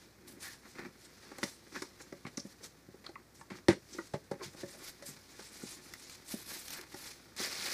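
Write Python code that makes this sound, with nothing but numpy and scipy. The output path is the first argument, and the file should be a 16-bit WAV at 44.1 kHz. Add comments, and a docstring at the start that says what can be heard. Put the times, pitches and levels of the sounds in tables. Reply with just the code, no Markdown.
"""A large corrugated box is opened by hand indoors, over steady room noise with a faint hum.
First hands and sleeves hiss over the board and its edges rasp; fingers pick at the stapled flaps.
Short pitched sounds, knocks on the hollow box and ripping fibres follow; a flap snaps free at 3.7 s.
The flaps fold back and graze a foil wrap from 5.75 s; at 7.4 s a hand presses into it and it crinkles.
Friction is made of random grains, the box and flaps of decaying modes, and a short room tail joins them."""
import sys
import numpy as np
from scipy import signal
from scipy.fft import rfft, irfft
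from scipy.io import wavfile

SR = 44100
rng = np.random.default_rng(int(sys.argv[2]) if len(sys.argv) > 2 else 0)


def store_wav(level_fs):
    """Save 16-bit WAV to argv[1]."""
    pcm = np.round(np.clip(np.atleast_2d(level_fs), -1, 1) * 32767)
    wavfile.write(sys.argv[1], SR, pcm.T.astype(np.int16))


N = 341272
TIME = np.arange(N) / SR
BLOW_GAIN = np.sqrt(.025 * SR)   # turns energy 1 into rms 1 over a 25 ms blow
RISE_SHARE = 0.45   # a drag or press builds over this share of its length
TAP_OCTAVES = 0.62   # width of the range of box modes that a light tap wakes

# panels and air of the box, before the place of contact weights them: (pitch [Hz], level [dB], t60 [s])
BOX = [(112, 2, 0.1), (143.3, 4, 0.073), (205, 1, 0.074), (239, 1.5, 0.049), (302, 1, 0.052),
       (360, 4.5, 0.077), (422, 5, 0.036), (472, 0, 0.029), (550, 2.5, 0.075), (600, -1, 0.076),
       (684, -3.5, 0.042), (807, -1.5, 0.081)]
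# strokes of a hand or sleeve over the board:
# (time of fastest moment [s], length [s], level [dB], share of length spent speeding up,
#  sheen relative to level [dB], sheen pitch [Hz]), before the layer trims
STROKES = [(0.01, 0.17, -63.5, 0.46, -22, 4940), (0.28, 0.083, -61, 0.11, 2, 9500),
           (0.408, 0.039, -61.5, .25, 6.5, 6500), (0.43, 0.13, -50, 0.2, -0.5, 10300),
           (0.535, 0.098, -57.5, 0.67, -3.5, 6500), (.68, 0.27, -64, 0.32, -3.5, 7500),
           (1.05, 0.15, -63.5, 0.64, 0, 7850), (1.242, 0.39, -61.5, 0.28, -16, 5000),
           (1.463, 0.19, -56, 0.47, 0.5, 8400), (1.775, 0.19, -56, 0.44, -1.5, 5430),
           (2.021, 0.049, -61.5, 0.45, 2, 5970), (2.513, 0.15, -65, 0.75, 0.5, 7740),
           (2.649, 0.055, -51.5, 0.52, 0.5, 7300), (3.353, 0.099, -68, 0.13, 4, 7400),
           (3.571, 0.053, -58, 0.51, -9, 6000), (3.945, 0.35, -59.5, 0.33, -3, 7200),
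           (4.437, 0.064, -45, 0.25, -10, 5100), (4.611, 0.1, -53, 0.59, -11, 6000),
           (4.726, 0.29, -60, 0.73, 3, 8200), (4.884, 0.12, -50, 0.76, -3, 10300),
           (5.078, 0.076, -52, 0.34, 6, 9000), (5.436, 0.2, -58, 0.7, -3.5, 7500),
           (5.725, 0.37, -55, 0.86, 1.5, 7600), (5.861, 0.074, -62.5, 0.67, 7, 8250),
           (6.145, 0.35, -57, 0.93, -4, 7550), (6.322, 0.09, -48, 0.61, 5.5, 9750),
           (6.392, 0.17, -55, 0.42, 0, 10000), (6.504, 0.22, -48.5, 0.2, 0, 11000),
           (6.738, 0.17, -48.5, 0.52, -5, 10700), (7.062, 0.26, -50.5, 0.59, -3.5, 9750)]
# presses on the foil wrap, before the layer trims: (time of hardest moment [s], length [s], level [dB])
PRESSES = [(7.397, 0.053, -39), (7.434, 0.14, -38), (7.538, 0.23, -42), (7.654, 0.23, -38.5),
           (7.729, 0.065, -38)]
# faint shifting of hands that never quite rest, before the layer trims: (time [s], level [dB])
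FIDGET = [(0, -71.5), (1.9, -66), (3.25, -74), (4.35, -70), (5.2, -63.5), (7.74, -66)]


def from_db(db):
    """Decibels to gain."""
    return 10 ** (np.asarray(db) / 20)


def rms_one(x):
    """Scale to an rms of 1."""
    return x / np.sqrt(np.mean(x ** 2) + 1e-20)


def energy_one(x):
    """Scale to an energy of 1."""
    return x / np.sqrt(np.sum(x ** 2) + 1e-20)


def in_time(rows):
    """Each column of a curve, sample by sample."""
    s, *columns = np.transpose(rows)
    return [np.interp(TIME, s, c) for c in columns]


def at_hz(points, hz):
    """Read a table on a log-frequency axis."""
    f, value = np.transpose(points)
    return np.interp(np.log(np.maximum(hz, 1)), np.log(f), value)


def dying(t, t60):
    """Exponential decay, 60 dB down after t60 seconds."""
    return np.exp(-np.log(1000) * t / t60)


def through(x, response):
    """Pass a sound through an impulse response."""
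    return signal.oaconvolve(x, response)[:len(x)]


def response_of(spectrum, size=4096):
    """Causal (minimum-phase) impulse response of a spectrum, energy 1."""
    level_db = at_hz(spectrum, np.fft.rfftfreq(size, 1 / SR))
    cepstrum = irfft(np.log(from_db(level_db)))
    # folding the cepstrum onto positive time makes the phase minimal
    cepstrum[1:size // 2] *= 2
    cepstrum[size // 2 + 1:] = 0
    return energy_one(irfft(np.exp(rfft(cepstrum))))


def resonance(t, hz, q):
    """Response of one damped resonance, energy 1."""
    return energy_one(np.cos(2 * np.pi * hz * t) * t * np.exp(-np.pi * hz / q * t))


def drift(per_s):
    """Random wander with per_s knots a second and an rms of 1."""
    knots = rng.standard_normal(4000)
    return rms_one(np.interp(TIME * per_s, np.arange(len(knots)), knots))


def grains(per_s, spread_db, size=N):
    """Random tiny slips of uneven size, rms 1."""
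    heights_db = spread_db * np.minimum(rng.exponential(1, size), 5)
    sizes = from_db(heights_db) * rng.choice([-1, 1], size)
    return rms_one(sizes * (rng.random(size) < per_s / SR))


def add(out, s, sound):
    """Mix a sound in at time s."""
    at = round(s * SR)
    out[at:at + len(sound)] += sound[:N - at]


def together(*gains):
    """Unrelated causes add in power."""
    return np.sqrt(sum(gain ** 2 for gain in gains))


def swell(phase, rise, ends_db=15, roundness=1.49):
    """Gain of one movement: it builds to its top at phase 0, then eases off to ends_db below."""
    rise = np.clip(rise, .05, .95)
    distance = np.maximum(-phase / rise, phase / (1 - rise))
    return from_db(-ends_db * distance ** roundness)


def movements(times, lengths, levels_db, rise=RISE_SHARE):
    """Gain of overlapping hand movements, added in power."""
    t = TIME[::64, None]   # a coarse grid is enough for a smooth gain
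    gains = from_db(levels_db) * swell((t - times) / lengths, rise)
    return np.interp(TIME, t[:, 0], np.sqrt(np.sum(gains ** 2, axis=1)))


def background(air_db=-63.5, hum_hz=61, hum_db=-73.5):
    """Steady room noise is shaped noise; the faint mains hum is one sine."""
    # spectrum of the room noise: (frequency [Hz], density [dB per Hz])
    room_tone = [(25, -29), (55, -20), (90, 9.5), (170, 7), (370, 6), (600, -1), (1000, -6.5), (1900, -6.5),
                 (2900, -19.5), (5000, -15.5), (8000, -16.5), (15000, -18.5)]
    air = from_db(air_db) * through(rng.standard_normal(N), response_of(room_tone))
    hum = from_db(hum_db) * np.sqrt(2) * np.sin(2 * np.pi * hum_hz * TIME)
    return air + hum


def sliding(flutter_db=1.55, hiss_db=1.0, sheen_db=-1.0, fidget_sheen_db=-8, catch_db=-11.5,
            patchy_db=3.5, sheen_octaves=0.54):
    """Skin and cloth on paper: very fine friction and a few catches; each stroke's sheen has its pitch."""
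    # spectrum of the friction: (frequency [Hz], density [dB per Hz])
    hiss_spectrum = [(1100, -3.5), (2300, 2), (2900, -3), (4000, 3.5), (5200, 4), (6300, 1), (7500, -5.5),
                     (9500, -7), (15000, -17)]
    s, length, level, rise, brightness, pitch_hz = np.transpose(STROKES)
    fidget = from_db(in_time(FIDGET)[0])
    fine = from_db(hiss_db) * grains(per_s=8000, spread_db=0.5)
    catches = from_db(catch_db) * grains(per_s=130, spread_db=0.5)
    hiss = together(movements(s, length, level, rise), fidget) * through(fine + catches, response_of(hiss_spectrum))

    # share each stroke's sheen among bands by their distance from its pitch
    bands = np.geomspace(4800, 13500, 7)
    shares = 1 / (1 + (np.log2(bands[:, None] / pitch_hz) / sheen_octaves) ** 2) ** 2
    shares_db = 10 * np.log10(shares / shares.sum(axis=0))
    fidget_sheen = from_db(fidget_sheen_db) * fidget / np.sqrt(len(bands))
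    sheen = 0
    for hz, share_db in zip(bands, shares_db):
        skim = together(movements(s, length, level + brightness + share_db, rise), fidget_sheen)
        patches = from_db(patchy_db * drift(45))   # the contact is never even
        ring = resonance(TIME[:SR // 100], hz, q=3.6)
        sheen = sheen + skim * patches * through(grains(per_s=4200, spread_db=3.5), ring)
    return from_db(flutter_db * drift(110)) * (hiss + from_db(sheen_db) * sheen)


def box_ring(t, pitch_hz, chance=0, stretch=1, octaves=TAP_OCTAVES, uneven_db=4.5, radiate_hz=108):
    """The modes of the hollow box; the place of contact favours those near one pitch."""
    hz, db, t60 = np.transpose(BOX)
    gain = from_db(db + uneven_db * chance) / (1 + (np.log2(hz / pitch_hz) / octaves) ** 2)
    gain = gain * (-1) ** (np.arange(len(hz)) // 2)   # panels swing in and out against each other
    modes = np.sin(2 * np.pi * stretch * hz[:, None] * t) * dying(t, t60[:, None])
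    # a small box radiates little bass
    high_pass = signal.butter(2, radiate_hz, "high", fs=SR, output="sos")
    return energy_one(signal.sosfilt(high_pass, gain @ modes))


def scraping(judder_db=4.2, drum_hz=265, rasp_db=-2.5, drum_db=-2.5, fidget_rasp_db=-2.0, fidget_drum_db=-1.0,
             stroke_rasp_db=-11.5, stroke_drum_db=-20, press_rasp_db=-15, press_drum_db=-18):
    """Edges and hands catch on the corrugation: coarse slips rasp in the board and drum on the box."""
    # board edges dragging on board, before the layer trims: (time of hardest moment [s], length [s],
    #  rasp level [dB], box drumming level [dB], drumming pitch [Hz])
    drags = [(0.322, 0.3, -68, -57.5, 272), (0.658, 0.089, -55.5, -56.5, 231),
             (0.788, 0.074, -43.5, -44.5, 297), (0.836, 0.075, -47.5, -44.5, 236),
             (1.29, 0.43, -59, -58, 318), (1.765, 0.054, -45, -46.5, 265), (2.008, 0.029, -49, -50.5, 383),
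             (2.633, 0.068, -61, -54.5, 398), (3.394, 0.037, -61, -51, 190),
             (3.549, 0.1, -52.5, -50.5, 247), (3.954, 0.11, -65, -53.5, 350),
             (4.34, 0.038, -55, -47.5, 288), (4.413, 0.06, -57, -50, 400), (4.462, 0.035, -65, -44, 139),
             (4.59, 0.28, -61, -58.5, 355), (4.755, 0.053, -57, -50, 560), (4.822, 0.053, -53.5, -50, 370),
             (5.093, 0.043, -58, -47, 210), (6.793, 0.18, -54.5, -61.5, 372)]
    # spectrum of the rasp: (frequency [Hz], density [dB per Hz])
    rasp_spectrum = [(300, -5.5), (600, -1.5), (850, 0), (1150, 2), (1750, 4.5), (2150, 2), (2450, -1.5),
                     (2900, -15), (4500, -9.5), (9000, -27)]
    t, board = TIME[:SR // 4], response_of(rasp_spectrum)

    # hands: strokes, presses and fidgeting share one run of slips
    slips = grains(per_s=1600, spread_db=2.4) * from_db(judder_db * drift(90))
    hand = movements(*np.transpose(STROKES)[:4])
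    press = movements(*np.transpose(PRESSES))
    fidget, = in_time(FIDGET)
    rasp_gain = together(from_db(stroke_rasp_db) * hand, from_db(press_rasp_db) * press,
                         from_db(fidget + fidget_rasp_db))
    drum_gain = together(from_db(stroke_drum_db) * hand, from_db(press_drum_db) * press,
                         from_db(fidget + fidget_drum_db))
    rasp = rasp_gain * through(slips, board)
    drum = drum_gain * through(slips, box_ring(t, drum_hz))

    # edges: each drag drums at a pitch set by where it drags
    edge_slips = grains(per_s=1600, spread_db=2.4) * from_db(judder_db * drift(90))
    for s, length, rasping, drumming, pitch_hz in drags:
        near = np.abs(TIME - s) < 2 * length
        push = edge_slips[near] * swell((TIME[near] - s) / length, RISE_SHARE)
        rasp[near] += from_db(rasping) * through(push, board)
        drum[near] += from_db(drumming) * through(push, box_ring(t, pitch_hz))
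    return from_db(rasp_db) * rasp + from_db(drum_db) * drum


def chirps(onset=0.12, q=3.8):
    """A dying burst of noise, as of stick-slip or a snap, drives one resonance; longer ones start softer."""
    # pitched slips of fingers, staples and board edges, and short rings of the flap
    # as it snaps free and rebounds: (time [s], level [dB], pitch [Hz], t60 of the burst [s])
    pitched_sounds = [(.428, -47, 1750, 0.26), (1.4315, -41.5, 1860, 0.0081), (1.761, -47.5, 1640, 0.054),
                      (2.3718, -44.5, 5760, 0.017), (2.395, -48.5, 5560, .04), (3.064, -55.5, 1270, 0.022),
                      (3.0636, -49.5, 4160, 0.017), (3.155, -54, 2000, 0.0092), (3.156, -51, 1140, 0.027),
                      (3.686, -41.5, 830, 0.021), (3.72, -45.5, 378, 0.046), (3.769, -52, 384, 0.02),
                      (3.929, -51.5, 5850, 0.053), (4.411, -52, 1070, 0.053), (5.9376, -52, 2060, 0.0057)]
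    out, t = np.zeros(N), TIME[:SR // 4]
    for s, db, hz, t60 in pitched_sounds:
        burst = rng.standard_normal(len(t)) * dying(t, t60) * (1 - np.exp(-t / (onset * t60)))
        chirp = energy_one(through(burst, resonance(t, hz, q)))
        add(out, s, from_db(db) * chirp * BLOW_GAIN)
    return out


def flap_ring(t, detune=0.063):
    """The flap's bending modes, shifted at random by where it is held and touched."""
    # bending modes before the shift: (pitch [Hz], level [dB], t60 [s])
    flap_modes = [(862, -5, 0.032), (1080, -4, 0.03), (1187, 1.5, 0.011), (1410, 2, 0.011),
                  (1697, -4, 0.019), (1850, -3, 0.026), (2085, 2.5, 0.008), (2120, -16.5, 0.012)]
    hz, db, t60 = np.transpose(flap_modes)
    gain = from_db(db) * (-1) ** np.arange(len(hz))
    hz = hz * (1 + detune * rng.standard_normal(len(hz)))
    return gain @ (np.sin(2 * np.pi * hz[:, None] * t) * dying(t, t60[:, None]))


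def knocks(clack_t60=0.035, crack_t60=0.062, first_slip=0.63, crack_db=-7.5, grip=0.032, taut=0.013,
           relax_s=0.016, rattle_db=-12.5, rattle_t60=0.078, octaves_per_db=0.1):
    """Blows thump the box; giving fibres make the flap clack and crack, and the loose flap rattles on."""
    # blows, levels as rms over 25 ms, crack before its trim: (time [s], thump level [dB],
    #  thump pitch [Hz], board clack level [dB], fibre crack level [dB])
    blows = [(0.792, -48.5, 302, -50, -56), (0.862, -49.5, 215, -68, -63), (1.315, -53, 367, -56, -73),
             (1.385, -53.5, 350, -53.5, -52), (1.436, -41, 185, -52.5, -34), (1.82, -45, 330, -47, -40.5),
             (2.124, -46, 310, -56.5, -56), (2.25, -46, 182, -50.5, -63), (2.376, -42, 200, -53, -43),
             (2.451, -47, 200, -72, -76), (2.885, -53.5, 168, -88, -78), (2.942, -55, 281, -74, -67),
             (3.091, -52.5, 500, -62, -60), (3.411, -67, 260, -55, -57), (3.504, -54, 256, -55.5, -73),
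             (3.515, -45.5, 198, -58, -74), (3.686, -21, 202, -49, -43), (3.985, -42.5, 420, -44.5, -76),
             (4.139, -35, 317, -51, -53), (4.313, -36.5, 274, -49, -48.5), (4.546, -54, 274, -67, -75),
             (4.633, -42.5, 313, -56.5, -74), (4.639, -50, 142, -66, -80), (5.024, -53, 430, -60, -51),
             (5.392, -54, 390, -57.5, -56), (5.634, -44.5, 280, -77, -83), (6.339, -39, 194, -76, -78),
             (6.942, -50, 240, -52.5, -49), (7.399, -45, 300, -58, -41)]
    # spectrum of the cracking fibres: (frequency [Hz], density [dB per Hz])
    crack_spectrum = [(1200, -38), (2800, -5), (3700, 12), (5400, 21.5), (7500, 13), (10200, 10),
                      (12000, 0), (15500, -10)]
    out, t = np.zeros(N), TIME[:SR // 4]
    fibres = response_of(crack_spectrum)
    sagging = t + taut * relax_s * (1 - np.exp(-t / relax_s))   # the pitch falls as the bent panel relaxes
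    for s, thump, pitch_hz, clack, crack in blows:
        slips = rng.standard_normal(len(t)) * rng.exponential(1, len(t))
        slips[0] = 2 * first_slip   # the run starts with a set push
        stretch = 1 + grip * rng.standard_normal()   # hand pressure retunes the panels
        # a harder blow wakes a wider range of modes
        width = TAP_OCTAVES + octaves_per_db * max(thump + 43, 0)
        chance = rng.standard_normal(len(BOX))
        box = from_db(thump) * box_ring(sagging, pitch_hz, chance, stretch, width)
        flap = from_db(clack) * energy_one(through(slips * dying(t, clack_t60), flap_ring(t)))
        tick = from_db(crack + crack_db) * energy_one(through(slips * dying(t, crack_t60), fibres))
        # the rattle repeats box and flap at scattered touches
        touches = energy_one(grains(per_s=250, spread_db=2.5, size=len(t)) * t * dying(t, rattle_t60))
        rattle = from_db(rattle_db) * through(box / 2 + flap, touches)
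        add(out, s, BLOW_GAIN * (box + flap + tick + rattle))
    return out


def ticks(t60=0.018):
    """A fibre or crease gives way with a bright crack and no thump: a short burst of shaped noise."""
    # single fibres and creases giving way: (time [s], level [dB])
    snaps = [(1.384, -54.5), (1.4314, -49.5), (3.0635, -66.5), (5.937, -51), (6.097, -56), (6.682, -51.5),
             (6.705, -51.5), (6.812, -53.5), (7.365, -56), (7.433, -52), (7.513, -54), (7.61, -55)]
    # their spectrum: (frequency [Hz], density [dB per Hz])
    snap_spectrum = [(400, 0), (2000, 0), (5500, 5), (15000, -5.5)]
    out, t = np.zeros(N), TIME[:SR // 4]
    fibres = response_of(snap_spectrum)
    for s, db in snaps:
        crack = through(rng.standard_normal(len(t)) * dying(t, t60), fibres)
        add(out, s, from_db(db) * energy_one(crack) * BLOW_GAIN)
    return out


def tears(fade_db=11.5):
    """A staple pulls through the board: a dense run of breaking fibres that weakens and stops."""
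    # fibres ripping round a staple: (time [s], level halfway [dB], length [s])
    rips = [(1.4305, -37, 0.012), (1.756, -54, 0.03), (2.266, -50, 0.024), (3.041, -59, 0.051),
            (3.502, -55, 0.046), (3.684, -26.5, 0.0048), (3.688, -38.5, 0.049), (4.136, -49.5, 0.029)]
    # spectrum of ripping board: (frequency [Hz], density [dB per Hz])
    rip_spectrum = [(45, -31), (250, 9), (850, -1), (1400, 1), (2000, 4), (2900, -6.5), (4000, -3.5),
                    (6000, -9), (9000, -15.5), (11500, -23), (15500, -50)]
    strain = np.zeros(N)
    for s, db, length_s in rips:
        weakening_db = fade_db * np.linspace(.5, -.5, round(length_s * SR))
        add(strain, s, from_db(db + weakening_db))
    return through(strain * grains(per_s=8400, spread_db=1), response_of(rip_spectrum))


def foil(crease_db=-4, clump_db=2.0, rustle_db=-2.0, flutter_db=1.9, brushed_db=-11, cushion_db=-5,
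         cushion_hz=2150, sink_s=0.85, freed_s=5.75, touched_s=7.364):
    """Creases buckle facet by facet over a dense rustle; it sounds hollower as the hand sinks in."""
    # spectrum of the wrap: (frequency [Hz], density [dB per Hz])
    wrap_spectrum = [(100, -32), (400, -3), (1200, -5.5), (2100, 1.5), (2900, -9), (4200, 0), (5100, 1.5),
                     (6500, -5.5), (8500, -8.5), (11000, -11.5), (15500, -15)]
    t = TIME[:SR // 50]
    wrap = response_of(wrap_spectrum)
    # each facet crackles in its own clumps and with its own pitch
    creases = 0
    for hz in np.geomspace(1300, 11000, 14):
        clumps = from_db(clump_db * drift(45)) * grains(per_s=130, spread_db=1.6)
        level = from_db(at_hz(wrap_spectrum, hz)) * np.sqrt(hz)   # wider bands hold more power
        creases = creases + level * through(clumps, resonance(t, hz, q=4))
    creases = rms_one(creases)
    rustle = from_db(flutter_db * drift(130)) * through(grains(per_s=6000, spread_db=0.1), wrap)
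    sinking = np.clip((TIME - touched_s) / sink_s, 0, 1)
    cushion = sinking * through(grains(per_s=670, spread_db=3.0), resonance(t, cushion_hz, q=2.4))
    crinkle = from_db(crease_db) * creases + from_db(rustle_db) * rustle + from_db(cushion_db) * cushion
    pressed = movements(*np.transpose(PRESSES)) * (TIME > touched_s)
    # the flaps graze the wrap with each stroke
    brushed = from_db(brushed_db) * movements(*np.transpose(STROKES)[:4]) * (TIME > freed_s)
    return pressed * crinkle + brushed * through(grains(per_s=380, spread_db=2.6), wrap)


def room(x, wet_db=-11.0, bass_wet_db=-7.5, build_s=0.0035):
    """A short diffuse tail of noise, dying band by band, joins the direct sound."""
    # reverberation: (frequency [Hz], t60 [s])
    room_decay = [(200, 0.14), (2000, 0.14), (6000, 0.29), (14000, 0.2)]
    t, tail = TIME[:SR // 2], 0
    edges = np.geomspace(110, 18000, 9)
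    for low, high in zip(edges, edges[1:]):
        hz = np.sqrt(low * high)
        band_pass = signal.butter(2, [low, high], "band", fs=SR, output="sos")
        band = signal.sosfilt(band_pass, rng.standard_normal(len(t)))
        shape = energy_one(dying(t, at_hz(room_decay, hz)) * (1 - np.exp(-t / build_s)))
        tail = tail + band * shape * from_db(at_hz([(250, bass_wet_db), (1000, wet_db)], hz))
    return x + through(x, tail)


def scene():
    """All the handling sounds in the room, over its background, on one microphone."""
    handling = sliding() + scraping() + chirps() + knocks() + ticks() + tears() + foil()
    return (room(handling) + background())[None]


def record(dry, cutoff_hz=15400):
    """A steep elliptic low-pass cuts the top."""
    low_pass = signal.ellip(12, .1, 80, cutoff_hz, fs=SR, output="sos")
    return signal.sosfilt(low_pass, dry)


dry = scene()
out = record(dry)
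store_wav(out)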